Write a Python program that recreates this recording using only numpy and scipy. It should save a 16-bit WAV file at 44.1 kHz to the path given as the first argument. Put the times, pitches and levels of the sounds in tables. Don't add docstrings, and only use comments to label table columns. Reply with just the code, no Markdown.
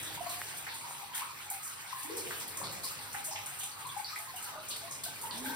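import sys
import numpy as np
from scipy import signal
from scipy.fft import rfft, irfft, next_fast_len
from scipy.io import wavfile

SR = 44100
rng = np.random.default_rng(int(sys.argv[2]) if len(sys.argv) > 2 else 0)


def store_pcm(level_fs):
    pcm = np.round(np.clip(level_fs, -1, 1) * 32767).astype(np.int16)
    wavfile.write(sys.argv[1], SR, np.atleast_2d(pcm).T)


N = 244755
LEAD = SR // 2
PLACES = 6
SIZE = next_fast_len(N + 2 * SR)
HZ = np.maximum(np.arange(SIZE // 2 + 1) * SR / SIZE, 1)

# t/s, start level/dB, f/Hz, left minus right/dB, cycles to fall 60 dB
BUBBLE_DROPS = [(.102, -46, 792, -12, 60), (.174, -34, 910, 9.5, 24), (.204, -27, 695, -8, 70),
                (.263, -36, 694, 12.5, 59), (.297, -35, 692, -4, 78), (.2981, -26.5, 4140, -1, 37),
                (.352, -35, 707, 5, 47), (.539, -42.5, 712, -5, 54), (.672, -32.5, 812, 5, 20),
                (.707, -36, 882, -6, 39), (.837, -37, 926, 5, 50), (1.015, -40, 2360, -2, 33),
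                (1.027, -48.5, 805, 18, 63), (1.159, -37.5, 823, -3, 35), (1.187, -33.5, 917, 7, 25),
                (1.229, -36, 1316, 8, 43), (1.508, -41, 763, -1, 51), (1.927, -29.5, 1020, 12, 25),
                (2.045, -26, 865, 6, 11.5), (2.304, -38.5, 1200, 7, 30), (2.614, -43, 1127, 6, 46),
                (2.69, -48, 538, 6, 80), (2.775, -44.5, 700, 8, 45), (2.909, -42.5, 1205, 13, 41),
                (2.989, -35.5, 846, -3, 20), (3.145, -35, 807, 8, 75), (3.279, -36, 630, -1, 73),
                (3.311, -27.5, 824, 3, 31.4), (3.345, -39.5, 655, 4, 60), (3.357, -40, 1154, 8, 33),
                (3.519, -46.5, 730, 12, 37), (3.768, -43.5, 880, -7, 36), (3.79, -42, 876, 6, 38),
                (3.85, -33.5, 997, 6, 34), (3.861, -35, 1060, 7, 34), (3.89, -31.5, 3370, -2, 37),
                (3.963, -37, 810, 13.5, 73), (3.994, -45.5, 831, 21, 84), (4.0454, -18.5, 4500, -3, 36),
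                (4.129, -36, 1223, 10, 45), (4.1603, -23.5, 2020, -2, 17), (4.189, -39.5, 665, 1.5, 63),
                (4.268, -43, 1030, 7, 64), (4.333, -44.5, 731, -5, 104), (4.3669, -38.5, 2880, 6, 45),
                (4.445, -42, 1980, 0, 40), (4.519, -39, 647, 2, 50), (4.545, -42, 1410, 0, 50),
                (4.55, -38, 612.4, 6.5, 115), (4.818, -41, 672, 1.5, 160), (4.88, -44, 1055, 7, 43),
                (5.058, -41, 1510, 6, 55), (5.061, -30.5, 686, 6, 42), (5.08, -40, 872, 10, 42),
                (5.152, -32, 4760, 2, 25), (5.236, -33.5, 899, 4, 50), (5.295, -40, 1014, 6, 54),
                (5.3095, -23.5, 4460, -7.5, 26), (5.383, -29, 5100, -7, 20), (5.44, -35.5, 872, 3, 42),
                (5.449, -30, 1700, 0, 27), (5.458, -29.5, 1534, 5.5, 83), (5.497, -31.5, 874, 10, 24)]
DROP_RISE, RISE_POWER = 0.044, 0.33
DROP_DIRECT_DB = -3.5
NEAR_DB_PER_PAN_DB = 0.6455


def drops():
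    rows = []
    for s, db, hz, pan_db, cycles in BUBBLE_DROPS:
        rise = DROP_RISE * (hz / 1000) ** RISE_POWER
        direct_db = DROP_DIRECT_DB + NEAR_DB_PER_PAN_DB * abs(pan_db)
        rows.append((s, db, hz, pan_db, cycles, rise, direct_db))
    return ring_out(rows, flutter_db=3.04, flutter_cycles=7.7)


# t/s, level/dB, centre f/Hz, decay time constant/s
SPLASHES = [(0.027, -37.5, 8550, 0.0071), (0.292, -37, 9100, 0.0077), (0.383, -42.5, 9000, 0.01),
            (0.57, -40.5, 10000, 0.0095), (0.666, -37, 1860, 0.0083), (0.68, -44, 4000, 0.034),
            (0.742, -38.5, 9170, 0.0045), (0.87, -46.5, 8300, 0.024), (1.018, -43.5, 10600, 0.005),
            (1.134, -43, 1710, 0.032), (1.149, -45, 3900, 0.022), (1.15, -48, 5600, .02),
            (1.16, -46.5, 2600, 0.041), (1.144, -34, 10000, 0.016), (1.5, -30, 10400, 0.0042),
            (1.62, -41, 9060, 0.039), (2.029, -36.5, 9800, 0.0065), (2.175, -37.5, 4800, 0.0067),
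            (2.166, -34.5, 9150, 0.0089), (2.307, -35, 1460, 0.0065), (2.397, -38, 8800, 0.0061),
            (2.4, -43, 4960, 0.012), (2.476, -38, 10700, 0.0056), (2.57, -49, 5470, .006),
            (2.571, -31, 8600, 0.0038), (2.623, -42, 950, 0.015), (2.635, -36.5, 4270, 0.015),
            (2.833, -34, 9600, 0.011), (2.8335, -34, 4670, 0.013), (3.129, -33, 8900, 0.0021),
            (3.143, -35, 1640, .006), (3.24, -35.5, 9200, 0.015), (3.309, -39.5, 5640, 0.015),
            (3.355, -36.5, 2620, 0.011), (3.459, -35, 9100, 0.005), (3.587, -38, 9250, 0.015),
            (3.596, -43.5, 3200, 0.028), (3.632, -34.5, 8950, 0.0063), (3.867, -39.5, 9300, 0.0058),
            (3.973, -40, 9400, 0.0062), (4.048, -41, 4650, 0.038), (4.155, -41.5, 10100, 0.0065),
            (4.187, -36, 9400, 0.0032), (4.359, -38.5, 9600, 0.0075), (4.424, -38, 9700, 0.0063),
            (4.537, -45.5, 960, 0.011), (4.68, -37, 8800, 0.014), (4.699, -39.5, 3470, 0.019),
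            (4.706, -37, 4460, 0.015), (4.762, -35.5, 9800, 0.0035), (4.907, -39.5, 8050, 0.016),
            (4.922, -44, 5200, 0.0082), (5.035, -31.5, 9800, 0.0046), (5.0356, -37, 4100, 0.0067),
            (5.036, -41, 5600, .005), (5.05, -43, 3200, .006), (5.21, -39, 9700, 0.012),
            (5.312, -37, 3700, 0.0052), (5.378, -37.5, 9000, 0.0031), (5.447, -38, 9500, 0.0028)]
# centre f/Hz, width/octaves
SPLASH_OCTAVES = [(1000, 0.43), (3000, 0.36), (4700, 0.15), (9000, 0.41)]
# f/Hz, time/s
SPLASH_T60 = [(1500, 0.25), (5000, 0.49), (9000, 0.4), (15000, 0.35)]
SPRAY_DB, SPRAY_DB_PER_OCTAVE = -8.5, 11
SPLASH_SWELL_SHARE = 0.43
SPLASH_ECHO_DB, ECHO_BUILD_S = -1, 0.0021


def splashes():
    edges = 707 * 2 ** np.arange(0, 4.6, 1 / 4)
    centres = np.sqrt(edges[1:] * edges[:-1])
    power = splash_power(centres)
    grains, strays = droplets(), stray_ticks()
    build = np.exp(-1 / (ECHO_BUILD_S * SR))
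    out, white = 0, rng.standard_normal((2, 3, N + LEAD))
    for k, (low, high) in enumerate(zip(edges, edges[1:])):
        fall = from_db(-120 / (at_hz(SPLASH_T60, centres[k]) * SR))
        echo = signal.lfilter([0, 100 / SR], [1, -fall], power[k] + 1e-18) * from_db(2 * SPLASH_ECHO_DB)
        echo = signal.lfilter([(1 - build) ** 2], [1, -2 * build, build ** 2], echo)
        noise = rms_one(band(white[k % 2], low, high))
        out = out + np.sqrt(grains * power[k] + strays * echo) * noise
    spectra = rfft(out, SIZE)
    return microphones(spectra[0], spectra[1:])[:, LEAD:LEAD + N]


def splash_power(centres):
    power = np.zeros((len(centres), N + LEAD))
    t = np.arange(SR // 12) / SR
    near = [(s, db, hz, at_hz(SPLASH_OCTAVES, hz), SPRAY_DB + SPRAY_DB_PER_OCTAVE * np.log2(hz / 9000), length)
            for s, db, hz, length in SPLASHES]
    for s, db, hz, octaves, spray_db, length in near + spatter():
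        shape = np.exp(-t / length) * (1 - np.exp(-t / (SPLASH_SWELL_SHARE * length)))
        body = from_db(-4.3 * (np.log2(centres / hz) / octaves) ** 2)
        spray = from_db(spray_db) * (centres > 11000)
        tone = np.hypot(body, spray)[:, None]
        add(power, s, (from_db(db) * tone * shape) ** 2)
    return power


DROPLET_S, DROPLET_DB = 0.0015, 1


def droplets():
    step = round(DROPLET_S * SR)
    grains = from_db(2 * DROPLET_DB * rng.standard_normal((N + LEAD) // step + 2))
    return np.interp(np.arange(N + LEAD) / step, np.arange(len(grains)), grains / grains.mean())


STRAYS_PER_S, STRAY_S, STRAY_DB = 90, 0.00072, 3.5


def stray_ticks():
    hits = (rng.random(N + LEAD) < STRAYS_PER_S / SR) * rng.exponential(1, N + LEAD)
    return 1 + from_db(2 * STRAY_DB) * signal.lfilter([1], [1, -np.exp(-1 / (STRAY_S * SR))], hits + 1e-18)


# t/s, start level/dB, f/Hz, left
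# minus right/dB, # cycles to fall 60 dB, half the pitch climb as a share, direct level against what feeds the
# echoes/dB
CLIMBING_BUBBLES = [(.005, -50.5, 295.7, -3, 70, 0.11, 0), (.259, -40, 957, 6, 52, 0.44, 1),
                    (1.1285, -41, 2990, 0, 180, 0.41, -7), (1.213, -38.5, 879, 4, 76, 1.23, 6),
                    (2.047, -43.5, 277, -16, 25, 0.32, 3), (2.075, -45, 290, -12, 71, 0.49, 2),
                    (2.092, -38.5, 441, 0, 55, 0.15, 1.5), (2.135, -43, 369, -6, 37, .1, 10),
                    (2.166, -44, 473, 0, 42, .1, 3), (2.205, -47.5, 341, -4, 50, 0.25, -4),
                    (2.255, -44, 462, -2, 54, 0.039, 2), (2.6, -39.5, 542, -11, 42, 0.077, 0),
                    (2.614, -36.5, 886, 16, 22.5, 0.48, 11.5), (2.615, -44.5, 173, -7, 21, 0.31, 1.5),
                    (2.612, -41.5, 330, -4, 11.4, .2, 0), (2.635, -49, 110, 0, 16, 0.11, 6),
                    (5.328, -46.5, 204.3, -3, 100, 0.66, 5.5), (5.36, -50.5, 400, 0, 40, 0.11, -7),
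                    (5.388, -47, 255.4, -4, 110, 0.025, 8), (5.45, -43.5, 257, -4, 100, 0.036, 5.5),
                    (5.515, -46, 260, 1, 90, .03, 10)]


def gulps():
    return ring_out(CLIMBING_BUBBLES, flutter_db=4, flutter_cycles=4.02)


SWELL_CYCLES, SWELL_SHARE = 1.64, 0.029


def ring_out(rows, flutter_db, flutter_cycles):
    direct, places = np.zeros((2, N + LEAD)), np.zeros((PLACES, N + LEAD))
    for k, (s, db, hz, pan_db, cycles, rise, direct_db) in enumerate(rows):
        ring = bubble(db, hz, cycles, rise, onset=SWELL_CYCLES + SWELL_SHARE * cycles)
        ripples = rng.standard_normal(64)
        turns = np.arange(len(ring)) * hz / SR
        ring = ring * from_db(flutter_db * np.interp(turns / flutter_cycles, np.arange(64), ripples))
        sides_db = np.array([[pan_db / 2], [-pan_db / 2]])
        add(direct, s, ring * from_db(direct_db + sides_db))
        add(places[k % PLACES], s, ring)
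    return direct, places


def bubble(db, hz, cycles, rise, onset=1.62):
    turns = np.arange(int(cycles / hz * SR)) * hz / SR
    phase = 2 * np.pi * (turns + rise * turns ** 2 / cycles)
    swell = 1 - np.exp(-(turns / onset) ** 2)
    return from_db(db - 60 * turns / cycles) * swell * np.sin(phase)


# t/s, start level/dB, f/Hz, cycles to fall 60 dB
TICKS = [(0.4167, -6, 1590, 3.2), (0.4167, -20, 4300, 5.1), (0.9092, -20, 1060, 5.1)]


def ticks():
    out = np.zeros(N + LEAD)
    for s, db, hz, cycles in TICKS:
        add(out, s, bubble(db, hz, cycles, 0, onset=.7))
    return out[LEAD:]


# f/Hz, time/s
CAVE_T60 = [(200, 0.66), (800, 0.6), (3000, 0.31), (9000, 0.34), (15000, 0.13)]
CAVE_DB, FIRST_ECHO_S = 12.5, 0.0033


def cave(places):
    t, edges = np.arange(SR) / SR, 80 * 4 ** np.arange(0, 4.1, .75)
    white, tails = rng.standard_normal((PLACES, 3, SR)), 0
    for low, high in zip(edges, edges[1:]):
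        t60 = at_hz(CAVE_T60, np.sqrt(low * high))
        tails = tails + band(white, low, high) * from_db(-60 * t / t60) / np.sqrt(t60 * SR / np.log(1e6))
    tails = rfft(tails * (1 - np.exp(-(t / FIRST_ECHO_S) ** 2)), SIZE)
    heard = np.sum(tails * rfft(places, SIZE)[:, None], axis=0)
    return from_db(CAVE_DB) * microphones(heard[0], heard[1:])[:, LEAD:LEAD + N]


# f/Hz, level/dB
FAR_DROPS = [(740, -46.5), (900, -50.5), (1300, -48.5), (2200, -44.5), (3200, -59.5), (4500, -40.5),
             (6500, -52)]
FAR_DROP_COUNT, TRICKLE_ECHO_DB = 1500, -3


def trickle():
    out = np.zeros((PLACES, N + LEAD))
    for k, (when, pitch, size) in enumerate(rng.random((FAR_DROP_COUNT, 3))):
        hz = 760 * (6500 / 760) ** (pitch ** 1.2)
        db = at_hz(FAR_DROPS, hz) - 3.8 * np.log(size + 0.036)
        add(out[k % PLACES], (when * (N + LEAD) - LEAD) / SR, bubble(db, hz, 33.4, 0.047))
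    return out


SPATTER_COUNT, SPATTER_DB = 282, -52.5


def spatter():
    when, size, pitch = rng.random((SPATTER_COUNT, 3)).T
    times = (when * (N + LEAD) - LEAD) / SR
    levels = SPATTER_DB - 2.0 * np.log(size + 0.037)
    return [(s, db, hz, .2, -30, .006) for s, db, hz in zip(times, levels, 1300 * 5.5 ** pitch)]


# f/Hz, relative level/dB per Hz
SPRAY_COLOUR = [(600, -19), (900, -3.5), (2000, 5.5), (4500, 1), (6000, -3.5), (8300, 3), (11000, 1.5),
                (16000, -3)]
PATTER_PER_S, PATTER_CLICKS_DB = 2500, -11.5


def patter():
    clicks = (rng.random((3, N)) < PATTER_PER_S / SR) * rng.choice([-1, 1], (3, N))
    clicks = clicks * from_db(8.0 * np.minimum(rng.exponential(1, (3, N)), 5))
    hiss = coloured(wavering(rng.standard_normal((3, N))), SPRAY_COLOUR)
    return in_time(column=3) * (from_db(PATTER_CLICKS_DB) * coloured(clicks, SPRAY_COLOUR) + hiss)


BAND_WAVER_DB, OVERALL_WAVER_DB = 3, 2
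LEVEL_POINTS_PER_S = 26


def wavering(white):
    edges, out = 500 * 2 ** np.arange(0, 5.1, 1 / 3), 0
    spectrum, hz = rfft(white), np.arange(N // 2 + 1) * SR / N
    knots = rng.standard_normal((len(edges), 400))
    for low, high, waver in zip(edges, edges[1:], knots):
        waver_db = BAND_WAVER_DB * waver + OVERALL_WAVER_DB * knots[-1]
        gain_db = np.interp(np.arange(N) / SR * LEVEL_POINTS_PER_S, np.arange(len(waver)), waver_db)
        out = out + from_db(gain_db) * irfft(spectrum * ((hz >= low) & (hz < high)), N)
    return out


# f/Hz, relative level/dB per Hz
ROAR_COLOUR = [(25, -66), (50, -17), (80, -12), (99, 0), (118, -9), (140, -0.5), (180, -14), (260, -36)]
# f/Hz, relative level/dB per Hz
WASH_COLOUR = [(120, -10.5), (220, 1.5), (450, 0.5), (700, 1.5), (1000, -22)]


def rumble():
    roar = in_time(column=1) * coloured(rng.standard_normal((3, N)), ROAR_COLOUR)
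    wash = in_time(column=2) * coloured(rng.standard_normal((3, N)), WASH_COLOUR)
    return roar + wash


# t/s, rumble level/dB, wash level/dB, spray level/dB
SWELL = [(0.0, -57, -57, -46), (0.04, -54.5, -54.5, -42.5), (1.16, -64.5, -62.5, -49),
         (2.04, -64.5, -65, -46.5), (2.29, -57, -51.5, -43), (2.56, -60, -57.5, -46.5),
         (2.641, -54, -52, -45.5), (2.92, -57, -56.5, -45), (3.76, -64.5, -63.5, -48.5),
         (3.86, -58, -61, -49), (4.14, -64, -65, -46), (4.6, -62.5, -58, -49.5), (5.2, -59.5, -57, -47),
         (5.35, -56.5, -51.5, -45), (5.55, -61, -49.5, -42.5)]


def in_time(column):
    return from_db(np.interp(np.arange(N) / SR, np.array(SWELL)[:, 0], np.array(SWELL)[:, column]))


def coloured(white, spectrum):
    shaped = rfft(white, SIZE) * from_db(at_hz(spectrum, HZ))
    return rms_one(microphones(shaped[0], shaped[1:])[:, :N])


# f/Hz, share of power (0 to 1)
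LIKENESS = [(30, .4), (70, .85), (130, .45), (300, .3), (700, .42), (950, .55), (1300, .25), (1900, .3),
            (2500, .1), (4300, .33), (5500, .22), (6800, .9), (9000, .92), (11500, .96), (16000, .9)]
# f/Hz, lag/ms
LEFT_LAG = [(1200, 0), (1900, .15), (3500, .2172)]


def microphones(shared, own):
    alike = np.clip(at_hz(LIKENESS, HZ), 0, 1)
    late = np.exp(-2j * np.pi * HZ * at_hz(LEFT_LAG, HZ) / 1000)
    arrivals = np.array([late, np.ones_like(late)])
    return irfft(np.sqrt(alike) * shared * arrivals + np.sqrt(1 - alike) * own, SIZE)


def from_db(db):
    return 10 ** (np.asarray(db) / 20)


def rms_one(x):
    return x / np.sqrt(np.mean(x ** 2) + 1e-20)


def at_hz(points, hz):
    points = np.array(points)
    return np.interp(np.log(hz), np.log(points[:, 0]), points[:, 1])


def band(x, low, high):
    return signal.sosfilt(signal.butter(2, [low, high], "band", fs=SR, output="sos"), x)


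def add(out, s, sound):
    i = round(s * SR) + LEAD
    out[..., i:i + sound.shape[-1]] += sound[..., :N + LEAD - i]


def scene():
    drops_direct, drop_places = drops()
    gulps_direct, gulp_places = gulps()
    far = trickle()
    far_direct = np.array([far[::2].sum(axis=0), far[1::2].sum(axis=0)])
    direct = (drops_direct + gulps_direct + far_direct)[:, LEAD:]
    echoes = cave(drop_places + gulp_places + from_db(TRICKLE_ECHO_DB) * far)
    return direct + echoes + splashes() + patter() + rumble() + ticks()


def record(dry):
    return signal.sosfilt(signal.ellip(14, .5, 60, 15850, fs=SR, output="sos"), dry)


dry = scene()
out = record(dry)
store_pcm(out)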